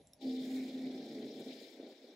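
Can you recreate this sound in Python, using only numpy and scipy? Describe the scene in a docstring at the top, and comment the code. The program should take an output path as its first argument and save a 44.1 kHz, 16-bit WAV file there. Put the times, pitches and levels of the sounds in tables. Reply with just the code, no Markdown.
"""An open wooden beehive in a quiet garden. After two tiny ticks the hum of beating wings swells:
one bee hovers close, almost a pure tone, over the dull murmur of the colony's wing strokes.
Others buzz past, and wings rustle to the left in airy noise and papery flurries. The hum slowly
fades, and the wooden frames ring with a soft knock and a few fainter bumps."""
import sys
import numpy as np
from scipy import signal
from scipy.fft import rfft, irfft
from scipy.io import wavfile
from scipy.ndimage import uniform_filter1d

SR = 44100
rng = np.random.default_rng(int(sys.argv[2]) if len(sys.argv) > 2 else 0)


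def unload_audio(sound):
    """Save the sound as a 16-bit wav file, at the path given as the first command line argument."""
    columns = np.transpose(np.atleast_2d(sound))
    # keep every value between -1 and 1, then stretch to whole-number steps
    steps = np.round(np.clip(columns, -1, 1) * 32767)
    wavfile.write(sys.argv[1], SR, steps.astype(np.int16))


N = 94815
TIME_S = np.arange(N) / SR
OCTAVES = np.log2(np.maximum(np.fft.rfftfreq(N, 1 / SR), 1))
LEFT_RIGHT = np.array([[1], [-1]])


def undb(db):
    """Decibels to gain."""
    return np.exp(np.asarray(db) * np.log(10) / 20)


def curve(table, column=1):
    """Automation: one column of a table, joined by straight lines in time."""
    rows = np.array(table, float)
    return np.interp(TIME_S, rows[:, 0], rows[:, column])


def walk(rate_hz):
    """Smooth random wandering with a spread of about 1."""
    hold = max(int(SR / rate_hz), 1)
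    steps = np.repeat(rng.standard_normal(N // hold + 3), hold)
    start = rng.integers(hold)
    return 1.35 * uniform_filter1d(uniform_filter1d(steps, hold), hold)[start:start + N]


def colour(x, eq):
    """Apply an EQ curve that falls 40 dB an octave beyond its ends; rms 1."""
    hz, db = np.array(eq, float).T
    beyond = np.maximum(np.log2(hz[0]) - OCTAVES, 0) + np.maximum(OCTAVES - np.log2(hz[-1]), 0)
    shaped = irfft(rfft(x) * undb(np.interp(OCTAVES, np.log2(hz), db) - 40 * beyond), N)
    return shaped / np.sqrt(np.mean(shaped ** 2))


def wide_noise(eq, likeness):
    """Coloured stereo noise; likeness is the share of power common to left and right."""
    centre = np.sqrt(likeness) * rng.standard_normal(N)
    sides = np.sqrt(1 - likeness) * rng.standard_normal((2, N))
    return colour(centre + sides, eq)


def tone(hz, harmonics, flutter_db, flutter_hz):
    """Harmonics of one beat rate, each fluttering in level."""
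    phase = 2 * np.pi * np.cumsum(hz * np.ones(N)) / SR
    out = 0
    for multiple, db in harmonics:
        gain = undb(db + flutter_db * walk(flutter_hz))
        out = out + gain * np.sin(multiple * phase + 2 * np.pi * rng.random())
    return np.sqrt(2) * out


def ring(start_s, t60_s, rise_s):
    """Envelope of something struck: a short rise and a free decay."""
    age = np.maximum(TIME_S - start_s, 0)
    return np.minimum(age / rise_s, 1) * undb(-60 * np.maximum(age - rise_s, 0) / t60_s)


def split(x, hz):
    """Crossover: the parts below and above a frequency."""
    filters = [signal.butter(2, hz, side, fs=SR, output="sos") for side in ("low", "high")]
    return [signal.sosfilt(np.tile(sos, (2, 1)), x) for sos in filters]


# Tone of the garden bed: freq_hz, gain_db
GARDEN_EQ = [(250, -9.5), (600, 16.5), (1300, -8.5), (2100, -1), (2800, -5.5), (3700, -5.5), (4900, -24),
             (5700, -3.5), (8000, -14), (8700, -15), (13000, -45)]
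# Rumble fading away: time_s, level_db
RUMBLE_LEVEL = [(0, -67.5), (.26, -79.5), (.95, -81), (2.15, -99)]
# Its low end: freq_hz, gain_db
RUMBLE_EQ = [(25, -21), (80, -11.5), (160, -11), (300, -22)]
# Shrill that drops out as the hum swells: time_s, level_db
SHRILL_LEVEL = [(0, -78), (.12, -81.5), (.18, -84), (.21, -105)]
# Its narrow peak: freq_hz, gain_db
SHRILL_EQ = [(9500, -26), (10200, -10), (10500, -6), (11100, -1), (11700, -33), (12600, -36)]

def garden():
    """Outdoor ambience: a quiet steady bed, a faint rumble and a thin insect-like shrill."""
    bed = undb(-72.5) * wide_noise(GARDEN_EQ, likeness=0.77)
    rumble = undb(curve(RUMBLE_LEVEL)) * wide_noise(RUMBLE_EQ, likeness=0.98)
    shrill = undb(curve(SHRILL_LEVEL)) * wide_noise(SHRILL_EQ, likeness=0.23)
    return bed + rumble + shrill


# Colony fader, with an opening blip and a hush before the swell: time_s, gain_db
COLONY_LEVEL = [(0, -51.5), (.04, -82), (.185, -77.5), (.215, -57.5), (.255, -46.5), (.37, -56.5),
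                (.415, -51), (.46, -51.5), (.7, -52.5), (1.0, -50), (1.12, -51), (1.24, -48.5),
                (1.36, -53.5), (1.41, -48), (1.445, -55.5), (1.475, -50.5), (1.525, -50), (1.55, -54),
                (1.72, -58.5), (1.78, -55.5), (1.83, -54.5), (1.925, -53.5), (1.95, -63.5), (2.15, -57.5)]
# Dull body of the murmur: freq_hz, gain_db
MURMUR_EQ = [(100, -44), (130, -16), (200, -5.5), (280, 5.5), (380, 2.5), (480, -2), (620, -5.5),
             (800, -12), (900, -25), (1150, -55)]
# Low drone under it, before its fade: harmonic, gain_db
DRONE_HARMONICS = [(2, -6.5), (4, -10.5), (5, -13)]
# Bass ride against the mids: time_s, gain_db
BASS_LEVEL = [(0, -37), (.25, -0.5), (.5, 6.5), (.9, 5), (1.55, -1), (1.75, -15)]
# Buzzy upper edge, coming in late: time_s, gain_db
TREBLE_LEVEL = [(.2, -37.5), (.52, -24), (1.3, -28.5), (2.15, -22)]
# Tone of that edge: freq_hz, gain_db
TREBLE_EQ = [(900, -0.5), (1200, -0.5), (1600, 8), (2500, -16)]

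def colony(bees=20, wingbeat_hz=209.96, stroke_sharpness=58, drone_hz=113.7, drone_fade_db_per_s=2.5):
    """Many bees, each a train of wing strokes at its own wandering rate, blur into a murmur."""
    wings = 0
    for detune in np.linspace(-.5, .25, bees):
        hz = wingbeat_hz * np.exp(detune + .025 * walk(12))
        phase = 2 * np.pi * (np.cumsum(hz) / SR + rng.random())
        strokes = np.exp(stroke_sharpness * (np.cos(phase) - 1))
        wings = wings + undb(2.5 * walk(18)) * strokes
    wings = (wings - wings.mean()) * signal.windows.tukey(N, .01)
    drone_pitch = drone_hz * (1 + 0.00299 * walk(8.04))
    drone = tone(drone_pitch, DRONE_HARMONICS, flutter_db=3.0, flutter_hz=7.67)
    murmur = undb(1.5) * colour(wings, MURMUR_EQ)
    bass, mids = split(murmur + undb(-drone_fade_db_per_s * TIME_S) * drone, hz=234)
    treble = undb(curve(TREBLE_LEVEL)) * colour(wings, TREBLE_EQ)
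    return undb(curve(COLONY_LEVEL)) * (mids + undb(curve(BASS_LEVEL)) * bass + treble)


# Tick cues: start_s, level_db
TICKS = [(0.0705, -60), (.1333, -53)]
# Their pings, against each cue's level: pitch_hz, first_tick_db, second_tick_db
TICK_RINGS = [(3800, -14, -8.5), (5460, -29, -1.5), (7520, 2, -15), (10550, -4, -0.5), (12000, -35, -10)]
# Bright snap of the attack: freq_hz, gain_db
SNAP_EQ = [(2000, -11), (6000, 8), (11500, -9), (13000, -35)]

def ticks(snap_db=-8, tail_db=-10):
    """Tiny bright ticks: a broad snap and a few short pings, each with a faint scattered tail."""
    out = 0
    for which, (start, db) in enumerate(TICKS):
        blow = ring(start, t60_s=0.0062, rise_s=0.0015)
        tail = ring(start, t60_s=0.068, rise_s=0.0015)
        out = out + undb(db + snap_db) * blow * wide_noise(SNAP_EQ, likeness=0.7)
        for hz, *ring_db in TICK_RINGS:
            tail_eq = [(hz * .88, -40), (hz * .97, -3), (hz, 0), (hz * 1.03, -3), (hz * 1.1, -45)]
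            scatter = undb(tail_db) * wide_noise(tail_eq, likeness=.5) * tail
            ping = np.sqrt(2) * np.sin(2 * np.pi * hz * TIME_S) * blow
            out = out + undb(db + ring_db[which]) * (ping + scatter)
    return out


def patchy(x, depth_db, rate_hz):
    """Let nine neighbouring bands flutter on their own."""
    centres = np.log2(np.geomspace(1700, 6500, 9))
    bands = [irfft(rfft(x) * np.interp(OCTAVES, centres, solo), N) for solo in np.eye(9)]
    return sum(band * undb(depth_db * walk(rate_hz)) for band in bands)


# Rustle fader and pan: time_s, level_db, left_minus_right_db
RUSTLE_LEVEL = [(0, -80, -2), (.19, -88, 5), (.218, -59, 7), (.3, -60.5, 5), (.55, -58.5, 2),
                (.8, -61, 1.5), (1.25, -61.5, 4), (1.43, -62, 7), (1.53, -58.5, 6.5), (1.72, -65, 7.5),
                (2.15, -69.5, 4.5)]
# Its hissy upper band: freq_hz, gain_db
HISS_EQ = [(2600, -8.5), (3100, -2), (3500, 4), (3900, 5), (4500, -1.5), (5150, -0.5), (5800, -6),
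           (6400, -17), (8000, -42)]
# Its lower band, the body: freq_hz, gain_db
BODY_EQ = [(1250, -40.5), (1550, -8.5), (1850, 3), (2300, 4), (2650, -8)]
# Body ride against the hiss: time_s, gain_db
BODY_LEVEL = [(.2, -18), (.3, -9), (.8, -5), (1.35, -8.5), (2.15, -6.5)]
# Thin whine against the hiss: harmonic, gain_db
WHINE_HARMONICS = [(9, -24.5), (10, -16.5), (15, -22.5), (17, -31), (18, -16.5), (21, -20.5)]
# Air on top: freq_hz, gain_db
AIR_EQ = [(5200, -12), (6800, 11), (8500, 3.5), (11800, 0), (15500, 3)]
# Air fader: time_s, level_db
AIR_LEVEL = [(0, -120), (.19, -112), (.212, -74), (.56, -65), (.72, -72.5), (1.32, -74.5), (1.4, -70.5),
             (1.68, -71.5), (1.78, -78), (2.15, -83)]

def wing_rustle(whine_hz=235.04, flicker_db=1.55):
    """Wings rustle to the left: flickering noise around a steady whine, with faint unpanned air above."""
    hiss = wide_noise(HISS_EQ, likeness=0.33) * undb(flicker_db * walk(160))
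    body = wide_noise(BODY_EQ, likeness=0.33) * undb(flicker_db * walk(160))
    rustle = patchy(hiss + undb(curve(BODY_LEVEL)) * body, depth_db=1.96, rate_hz=49)
    whine = tone(whine_hz, WHINE_HARMONICS, flutter_db=0, flutter_hz=8.7)
    pan = undb(LEFT_RIGHT * curve(RUSTLE_LEVEL, column=2) / 2)
    air = wide_noise(AIR_EQ, likeness=0.61) * undb(curve(AIR_LEVEL) + 1.76 * walk(90))
    return (rustle + whine) * undb(curve(RUSTLE_LEVEL)) * pan + air


# Wingbeat of the close bee: time_s, pitch_hz
BEE_PITCH = [(.2, 266), (.31, 258.2), (.45, 259.7), (.55, 262.1), (.68, 260.4), (1.3, 256.6)]
# Its swells and dips, before the trim: time_s, level_db
BEE_LEVEL = [(.18, -79), (.225, -48), (.258, -36.5), (.395, -36.5), (.435, -43), (.55, -35), (.67, -42),
             (.71, -54.5), (.755, -39), (.86, -39.5), (.96, -44), (1.04, -45.5), (1.1, -59), (1.2, -45.5),
             (1.36, -61), (1.52, -53.5), (1.7, -71)]
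# Timbre of its wing stroke: harmonic, gain_db
BEE_HARMONICS = [(1, -0.5), (3, -31.5)]

def close_bee(waver=0.0038, trim_db=-1.45):
    """One bee hovers nearby, its wingbeat an almost pure tone."""
    hz = curve(BEE_PITCH) * (1 + waver * walk(24.97))
    return undb(curve(BEE_LEVEL) + trim_db) * tone(hz, BEE_HARMONICS, flutter_db=1.15, flutter_hz=51)


# Fly-bys: start_s, length_s, pitch_hz, level_db
FLY_BYS = [(0.209, 0.052, 803, -60.5), (0.268, 0.14, 453, -52.5), (0.465, 0.076, 785, -63),
           (1.13, 0.23, 422, -56.5)]

def passing_bees(sag=.018, waver=0.0092):
    """Single bees rise out of the murmur, each heard by one wavering overtone that sags in pitch."""
    out = 0
    for start, length, hz, db in FLY_BYS:
        progress = np.clip((TIME_S - start) / length, 0, 1)
        pitch = hz * (1 + sag * (.5 - progress) + waver * walk(31.1))
        swell = np.sqrt(4 * progress * (1 - progress))
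        out = out + undb(db) * swell * tone(pitch, [(1, 0)], flutter_db=2.0, flutter_hz=53)
    return out


# Flurry cues: peak_s, length_s, centre_hz, level_db
FLURRIES = [(0.284, 0.13, 4650, -64.5), (0.588, 0.21, 2200, -64), (1.514, 0.026, 2380, -61)]

def wing_flurries(wingbeat_hz=235.04, pulse_depth=0.66, left_minus_right_db=1.5):
    """Short flurries of wings: a papery band of noise that pulses with the wingbeat."""
    out = 0
    for peak, length, hz, db in FLURRIES:
        beat_hz = wingbeat_hz * (1 + 0.039 * walk(34))
        pulse = 1 + pulse_depth * np.sin(2 * np.pi * np.cumsum(beat_hz) / SR)
        papery_eq = [(hz * .7, -24), (hz * .92, -3), (hz, 0), (hz * 1.08, -3), (hz * 1.35, -24)]
        swell = np.exp(-(2 * (TIME_S - peak) / length) ** 2)
        out = out + undb(db) * swell * pulse * wide_noise(papery_eq, likeness=.5)
    return out * undb(LEFT_RIGHT * left_minus_right_db / 2)


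# Knocks on the frames: start_s, level_db
KNOCKS = [(1.299, -40.5), (1.463, -37.5), (1.613, -43), (1.795, -41), (1.828, -42), (1.864, -43),
          (1.899, -53), (2.041, -46)]
# Resonances of the wood: pitch_hz, gain_db, t60_s
WOOD_MODES = [(260, -6.5, 0.033), (336, 0, 0.019), (436, -2.5, 0.035), (546, -5, 0.028)]

def frame_knocks(detune=0.059, band_hz=(195, 950)):
    """Soft blows ring the low modes of the wooden frames, tuned a little differently each time."""
    out = 0
    for start, db in KNOCKS:
        for hz, mode_db, t60 in WOOD_MODES:
            pitch = hz * (1 + detune * rng.standard_normal())
            mode = np.sin(2 * np.pi * pitch * (TIME_S - start))
            out = out + undb(db + mode_db) * ring(start, t60, rise_s=0.0037) * mode
    return signal.sosfilt(signal.butter(4, band_hz, "band", fs=SR, output="sos"), out)


def widen(x, send_db=-30):
    """A faint, short diffuse copy of the highs adds slight stereo width to the hum and knocks."""
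    impulse = rng.standard_normal(N) * ring(0, t60_s=.037, rise_s=0.0014)
    diffuse = signal.fftconvolve(x, impulse / np.sqrt(np.sum(impulse ** 2)))[:N]
    _, highs = split(diffuse, hz=1100)
    return x + LEFT_RIGHT * undb(send_db) * highs


def scene():
    """The hum and knocks in the middle; ticks, rustling wings and the garden spread around them."""
    centre = close_bee() + passing_bees() + colony() + frame_knocks()
    return widen(centre) + ticks() + wing_rustle() + wing_flurries() + garden()


def record(dry, cutoff_hz=15700):
    """A steep low-pass cuts the very top."""
    return signal.sosfilt(signal.ellip(10, .2, 80, cutoff_hz, fs=SR, output="sos"), dry)


dry = scene()
out = record(dry)
unload_audio(out)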